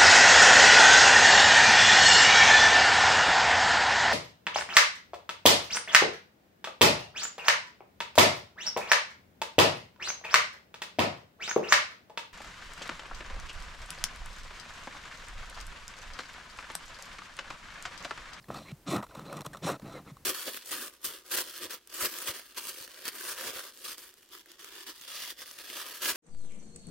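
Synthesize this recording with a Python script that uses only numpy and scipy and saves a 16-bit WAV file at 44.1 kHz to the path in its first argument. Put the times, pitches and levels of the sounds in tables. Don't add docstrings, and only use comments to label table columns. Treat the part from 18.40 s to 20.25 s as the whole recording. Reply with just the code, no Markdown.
import sys
import numpy as np
from scipy import signal
from scipy.fft import rfft, irfft, next_fast_len
from scipy.io import wavfile
from scipy.ndimage import uniform_filter1d, map_coordinates

SR = 44100
rng = np.random.default_rng(int(sys.argv[2]) if len(sys.argv) > 2 else 0)


def convert_level_to_amplitude(level_db):
    exponent = np.asarray(level_db, float) / 20
    return 10 ** exponent


def output_pcm(signal):
    pcm = np.clip(np.atleast_2d(signal).T, -1, 1) * 32767
    wavfile.write(sys.argv[1], SR, np.round(pcm).astype(np.int16))


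N = 81585
T = np.arange(N) / SR
HZ = np.fft.rfftfreq(next_fast_len(N + 8192), 1 / SR)

# pitch_hz, level_db (per Hz)
AIR_SPECTRUM = [(15, -66), (25, -4), (134, -7.5), (545, -18.5), (2280, -27), (3340, -30), (4870, -30),
                (14800, -32.5), (16000, -33)]
# pitch_hz, side_over_mid_db
AIR_WIDTH = [(60, -24), (400, -15), (2400, -6), (15000, -4.5)]
# pitch_hz, level_db
CIRCUIT_TONES = [(1000, -94), (2000, -90), (5000, -92)]
# start_s, level_db, pitch_hz
STICK_THUDS = [
    (.005, -50, 130),
    (0.322, -30, 133.5),
    (0.484, -28, 162),
    (0.557, -22.5, 155),
    (1.066, -35, 137),
    (1.716, -36.5, 127.4),
]
# start_s, length_s, from_hz, to_hz, level_db
BLADE_SINGS = [(.02, .012, 5050, 4950, -61.5), (.028, 0.021, 4450, 4130, -67),
               (.046, 0.015, 3400, 3300, -67), (.19, 0.14, 4050, 4040, -67.5),
               (.222, 0.015, 4050, 4050, -66), (.308, 0.011, 3200, 3200, -54),
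               (.475, 0.079, 4050, 4020, -56), (.54, .035, 3700, 3570, -51),
               (.76, 0.063, 3500, 3630, -65.5), (.847, 0.093, 4000, 4120, -59),
               (1.228, 0.087, 4050, 4090, -54), (1.236, 0.072, 5600, 5540, -49),
               (1.44, 0.17, 3950, 3925, -63), (1.54, 0.043, 2190, 2040, -56.5)]
# start_s, length_s, from_hz, to_hz, level_db
MODE_SLIDES = [
    (.245, 0.08, 1900, 2556, -55),
    (0.461, 0.046, 260, 332, -38),
    (0.51, 0.0488, 421.4, 241, -32.5),
    (0.848, 0.13, 524.2, 600.6, -47.5),
    (1.253, 0.061, 520, 640, -35),
    (1.53, 0.055, 540.5, 479, -47.5),
    (.135, 0.062, 4200, 4715, -56),
    (1.674, 0.033, 2335, 1984, -59),
]
# start_s, level_db (pressure), steel_over_wood_db (speed), stick_load_db
FIRST_DRAG = [
    (.082, -63, -14, 17.5),
    (.112, -47.5, -13.5, 2.5),
    (.134, -47.5, -7.5, -3),
    (.157, -39.5, -12.5, -9.5),
    (.188, -50, -9.5, -1),
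    (.2, -52, -4.5, 1.5),
    (.24, -62.5, 2, 6.5),
    (.3, -55, -5.5, -2),
    (.323, -56.5, -5, 7.5),
]
FIRST_STRIKE = [
    (0.453, -62.5, -12, 7),
    (0.475, -48, 3.5, -3.5),
    (.505, -43, 1, 3),
    (.525, -35.5, -7.5, -2.5),
    (.55, -34.5, -10.5, -7),
    (0.566, -30.5, -17, -8),
    (.578, -40.5, -17.5, -2),
    (.603, -47, -14, 5.5),
    (0.611, -55, -29, 1),
]
RETURN_TOUCH = [
    (.686, -59, 0, -13),
    (0.706, -57.5, -7, -24),
    (.72, -56.5, -12, -19),
    (0.736, -55.5, -14, -10),
    (0.75, -47, -16, -13),
]
RETURN_DRAG = [
    (0.746, -53, -13, -9),
    (0.772, -47, -17, 0),
    (.8, -53, -25, 4),
    (.81, -54.5, -14, 8),
    (.845, -51, -17, -1),
    (.852, -60, -12, 4),
]
RETURN_DRAG_ON = [
    (.846, -49.5, -9, -2),
    (.886, -47.5, -17.5, -6),
    (.91, -55.5, -7, 2),
    (.935, -42, -14, -5),
    (.96, -48.5, -11.5, 2),
    (.975, -48.5, -7, 0),
    (1.0, -48, -20, 0.5),
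    (1.022, -55.5, -9, -1),
    (1.031, -58, -15, 0),
]
HAND_REST = [
    (1.07, -66.5, -13, 4.2),
    (1.13, -63.5, -5, 6),
    (1.211, -61, -21, 1.9),
]
SECOND_STRIKE = [
    (1.212, -65, -11, 4),
    (1.232, -47.5, 1.5, 3.5),
    (1.252, -43, 0, 9),
    (1.263, -37.5, -2, -6),
    (1.28, -27.5, -12, -18),
    (1.303, -29.5, -13, -11.5),
    (1.32, -37.5, -10.5, 1),
    (1.362, -48.5, -12, -8),
    (1.372, -51, -19, -7),
]
SOFT_DRAG = [
    (1.415, -73, -25, 27),
    (1.439, -63.5, -14, 16),
    (1.456, -56.5, -13, 11.5),
    (1.486, -52, -9, 5),
    (1.526, -50, -6.5, -3),
    (1.56, -48.5, -11.5, 0.5),
    (1.6, -56, -13, 4.5),
    (1.633, -75, -10, 19.5),
    (1.64, -84, -3, 15),
]
LAST_DRAG = [
    (1.645, -71, -9, 17),
    (1.66, -57.5, -13, 1),
    (1.685, -57.5, -6.5, 5.5),
    (1.708, -57, -2.5, 2),
    (1.72, -58, -11, 13),
]
STROKES = (FIRST_DRAG, FIRST_STRIKE, RETURN_TOUCH, RETURN_DRAG, RETURN_DRAG_ON, SECOND_STRIKE, SOFT_DRAG,
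           LAST_DRAG, HAND_REST)
# start_s, level_db, length_s, steel_over_wood_db, pitch_hz
BLADE_SCUFFS = [(.042, -48.5, 0.0024, -13, 1750), (0.09, -50, 0.0018, -2, 1140),
                (0.111, -51, 0.0076, -13, 1470), (0.144, -41, .005, -16.5, 1250),
                (0.163, -47, 0.0041, -14, 1260), (0.187, -46, 0.0048, -21, 1287),
                (0.614, -41, 0.0031, -29, 1510), (0.665, -52.5, 0.0077, -9, 1300),
                (0.707, -52, 0.0093, -15, 1430), (0.625, -34.5, 0.015, -20.5, 1130),
                (0.637, -46.5, 0.02, -9.5, 1010), (0.749, -40, 0.012, -12, 1020),
                (0.768, -49, 0.011, -14, 1110), (0.897, -47.5, 0.0058, -23, 2150),
                (0.794, -34.5, 0.0036, -13.5, 1200), (0.926, -37.5, 0.0084, -9, 1300),
                (0.94, -41, 0.0019, -15, 930), (0.968, -50.5, 0.0078, -1.5, 1090),
                (0.99, -50.5, 0.0027, 0.5, 880), (1.006, -43, 0.0094, -7, 1240),
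                (1.017, -45, 0.0015, -3, 800), (1.045, -41.5, 0.037, -15, 1100),
                (1.062, -37, 0.0071, -3.5, 1200), (1.131, -45, 0.016, -5.5, 1740),
                (1.147, -36.5, 0.0042, -19, 1070), (1.154, -44.5, 0.0074, -16, 1110),
                (1.169, -49.5, 0.012, -3.5, 1300), (1.32, -47, 0.0034, -3, 890),
                (0.315, -54, 0.0063, -5.5, 2580), (1.397, -42.5, 0.0036, -15.5, 1070),
                (1.478, -50.5, 0.0024, -8, 700), (1.768, -48, 0.0037, -11.5, 1090)]
# pitch_hz, width_hz, level_db
STICK_MODES = [(147, 51.2, 4.5), (219.2, 29.8, 1.5), (281.4, 44, -1)]
WOOD_MODES = [(415, 300, -3), (640, 194, 2.5), (800, 107, -0.5), (1031, 126, -0.5), (1316, 163, -1.5),
              (1900, 98, -8.5), (2583, 370, -16)]
STEEL_MODES = [(3632, 187, 1), (4010, 170, 3.5), (4200, 100, -4.5), (5505, 560, -4.5), (6510, 100, -5.5),
               (6800, 330, -4.5), (8040, 650, -2.5), (8900, 760, -5), (12100, 390, -4),
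               (14200, 2800, -13.5)]
# pitch_hz, level_db
BLADE_GRATE = [(1500, -8.5), (2500, -5), (5000, -6.5), (8000, -26), (11000, -10.5), (16000, -47)]
SPEED_BANDS = [6300, 9400, 12700]
# start_s, level_db
EDGE_SNAPS = [
    (.536, -40),
    (0.929, -43.5),
    (1.276, -46),
    (1.322, -49),
    (1.051, -60),
    (1.061, -38),
]
# start_s, level_db
WOOD_KNOCKS = [(0.1023, -15.5), (.491, -24.5), (.532, -19.5), (.539, -23), (.557, -23), (.561, -19),
               (.567, -18.5), (.59, -30), (.796, -38), (.786, -39), (.942, -29), (1.018, -29),
               (1.064, -26.5), (1.269, -18.5), (1.274, -21), (1.279, -21.5), (1.292, -26), (1.301, -17),
               (1.554, -29), (1.564, -44)]
SIDE_LIMITS = [-27, -13]


def unit(x):
    return x / np.sqrt(np.mean(np.abs(x) ** 2) + 1e-20)


def along(points):
    hz, db = np.transpose(points)
    return convert_level_to_amplitude(np.interp(np.log(HZ + 1), np.log(hz + 1), db))


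def filtered(x, response):
    size = 2 * (len(HZ) - 1)
    return irfft(rfft(x, size) * response, size)[..., :N]


def resonances(modes):
    total = 0
    for k, (hz, width, db) in enumerate(modes):
        total = total + (-1) ** k * convert_level_to_amplitude(db) * 1j * HZ * width / (hz * hz - HZ ** 2 + 1j * HZ * width)
    return total


def wobble(rate):
    return map_coordinates(rng.standard_normal(N // 50), [T * rate])


def grit(share, spread_db):
    catches_per_s, one_way, flat_top, chatter_db = 900, 0.8, 0.04, 1.5
    chance, way, size = rng.random((3, N))
    caught = chance < catches_per_s / SR
    catches = caught * np.sign(way - one_way) * convert_level_to_amplitude(-spread_db * np.log(size + flat_top))
    mix = share * unit(catches) + (1 - share) * rng.standard_normal(N)
    return unit(mix * convert_level_to_amplitude(chatter_db * (wobble(60.37) + wobble(220))))


def air():
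    level_db = -59.5
    widths = [np.ones_like(HZ), along(AIR_WIDTH)]
    mid, side = filtered(rng.standard_normal((2, N)), along(AIR_SPECTRUM) * widths)
    whine = sum(convert_level_to_amplitude(db) * np.sin(2 * np.pi * hz * T) for hz, db in CIRCUIT_TONES)
    return convert_level_to_amplitude(level_db) * np.array([mid + side, mid - side]) / np.std(mid) + [whine, -whine]


def thuds():
    rise_s, t60_s, sag_s, settle_s = 0.0034, 0.057, 0.00216, 0.016
    out = np.zeros(N)
    for s, db, hz in STICK_THUDS:
        t = np.clip(T - s, 0, None)
        phase = 2 * np.pi * hz * (t + sag_s * (1 - np.exp(-t / settle_s)))
        rise = (1 - np.exp(-t / rise_s)) ** 2
        out += convert_level_to_amplitude(db + 8.5 - 60 * t / t60_s) * rise * np.sin(phase)
    return out


def slides(rows, q, swell):
    out = np.zeros(N)
    rub = [grit(share=0.5, spread_db=4), grit(share=0.5, spread_db=4)]
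    for s, length, from_hz, to_hz, db in rows:
        u = np.clip((T - s) / length, 0, 1)
        phase = 2 * np.pi * np.cumsum(from_hz + (to_hz - from_hz) * u) / SR
        moved = np.roll(rub, rng.integers(N), axis=1)
        a, b = unit(filtered(moved, 1 / (1 + 2j * HZ * q / to_hz)))
        swelling = np.clip(np.minimum(swell * u, 8 * (1 - u)), 0, 1)
        out += convert_level_to_amplitude(db) * swelling * (a * np.cos(phase) + b * np.sin(phase))
    return out


def contact():
    edge_s, scuff_wood_share = 0.0039, 0.45
    wood, steel, stick, scuff = np.zeros((4, N))
    for rows in STROKES:
        s, db, fast_db, load_db = np.transpose(rows)
        edges = np.clip(np.minimum(T - s[0], s[-1] - T) / edge_s, 0, 1)
        force = convert_level_to_amplitude(np.interp(T, s, db)) * edges
        wood += force
        steel += force * convert_level_to_amplitude(np.interp(T, s, fast_db))
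        stick += force * convert_level_to_amplitude(np.interp(T, s, load_db))
    for s, db, length, fast_db, hz in BLADE_SCUFFS:
        force = convert_level_to_amplitude(db) * np.sin(np.pi * np.clip((T - s) / length, 0, 1) ** 0.42)
        wood += scuff_wood_share * force
        scuff += force * convert_level_to_amplitude(fast_db)
    return wood, steel, stick, scuff


def scraping():
    sway_db, sway_per_s = 1.6, 45
    top_lag_s, top_grows, top_ref_db, scuff_top_db = 0.015, 0.27, -39, -1
    wood, steel, stick, scuff = contact()
    coarse = grit(share=0.43, spread_db=7.5)
    fine = 0.46 * coarse + 0.91 * grit(share=0.44, spread_db=6)

    modes = [(-1) ** k * resonances([mode]) for k, mode in enumerate(WOOD_MODES)]
    sway = convert_level_to_amplitude(sway_db * np.array([wobble(sway_per_s) for mode in WOOD_MODES]))
    out = convert_level_to_amplitude(-0.5) * filtered(wood * coarse * sway, modes / np.std(sum(modes))).sum(axis=0)

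    stick_grit = stick * grit(share=0.19, spread_db=3.0)
    out += convert_level_to_amplitude(3.5) * filtered(stick_grit, unit(resonances(STICK_MODES)))

    blade = unit(resonances(STEEL_MODES) + 1j * along(BLADE_GRATE))
    below = [0] + [1 / (1 + (HZ / hz) ** 8) for hz in SPEED_BANDS] + [1]
    for k in range(4):
        late = np.minimum(np.interp(T - k * top_lag_s, T, steel), steel)
        opened = steel * (late / convert_level_to_amplitude(top_ref_db)) ** (k * top_grows)
        force = opened + scuff * convert_level_to_amplitude(k * scuff_top_db)
        out += convert_level_to_amplitude(2.5) * filtered(force * fine, blade * (below[k + 1] - below[k]))
    return out


def scuff_rings():
    ring_db, ring_s = -1.5, 0.0017
    out, t = np.zeros(N + SR), np.arange(SR // 20) / SR
    for s, db, length, fast_db, hz in BLADE_SCUFFS:
        rub = np.sin(np.pi * np.clip(t / length, 0, 1) ** 0.5) * rng.standard_normal(len(t))
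        ring = np.exp(-t / ring_s) * np.sin(2 * np.pi * hz * t)
        rung = np.convolve(rub, ring / np.linalg.norm(ring))[:len(t)]
        out[round(s * SR):][:len(t)] += convert_level_to_amplitude(db + ring_db) * rung
    return out[:N]


def knocks():
    soft_hz = 1300
    blows = np.zeros(N)
    for s, db in WOOD_KNOCKS:
        blows[round(s * SR)] = -convert_level_to_amplitude(db + 25.5)
    return filtered(blows, resonances(WOOD_MODES) / (1 + 1j * HZ / soft_hz) ** 2)


def snaps():
    crack_s = 0.00057
    out, t = np.zeros(N + SR), np.arange(SR // 20) / SR
    for s, db in EDGE_SNAPS:
        bright = np.convolve(rng.standard_normal(len(t)), [1, 0, -1])[:len(t)]
        out[round(s * SR):][:len(t)] += convert_level_to_amplitude(db) * np.exp(-t / crack_s) * bright
    return out[:N]


def scene():
    near = scraping() + scuff_rings() + snaps()
    near += slides(MODE_SLIDES, q=6, swell=2.4) + slides(BLADE_SINGS, q=22, swell=5.4)
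    near += knocks() + thuds()
    small_source = (1j * HZ / (1j * HZ + 70)) ** 2
    return filtered(near, small_source) + air()


def band_power(z):
    return uniform_filter1d(np.abs(z) ** 2, size=24, axis=0)[12::24].repeat(24, axis=0)


def low_pass(x):
    return signal.sosfilt(signal.butter(12, 16250, fs=SR, output="sos"), x)


def record(dry):
    top_hz = 15850
    left, right = filtered(dry, HZ < top_hz)
    mid, side = signal.stft([left + right, left - right], nperseg=2048)[2]
    limit_db = np.where(np.arange(1032) < 24, *SIDE_LIMITS)
    keep = band_power(side) > band_power(mid) * convert_level_to_amplitude(2 * limit_db)[:, None]
    side = signal.istft(side * keep[:len(side)], nperseg=2048)[1][:N] / 2
    mid = (left + right) / 2
    return low_pass(np.array([mid + side, mid - side]))


dry = scene()
out = record(dry)
output_pcm(out)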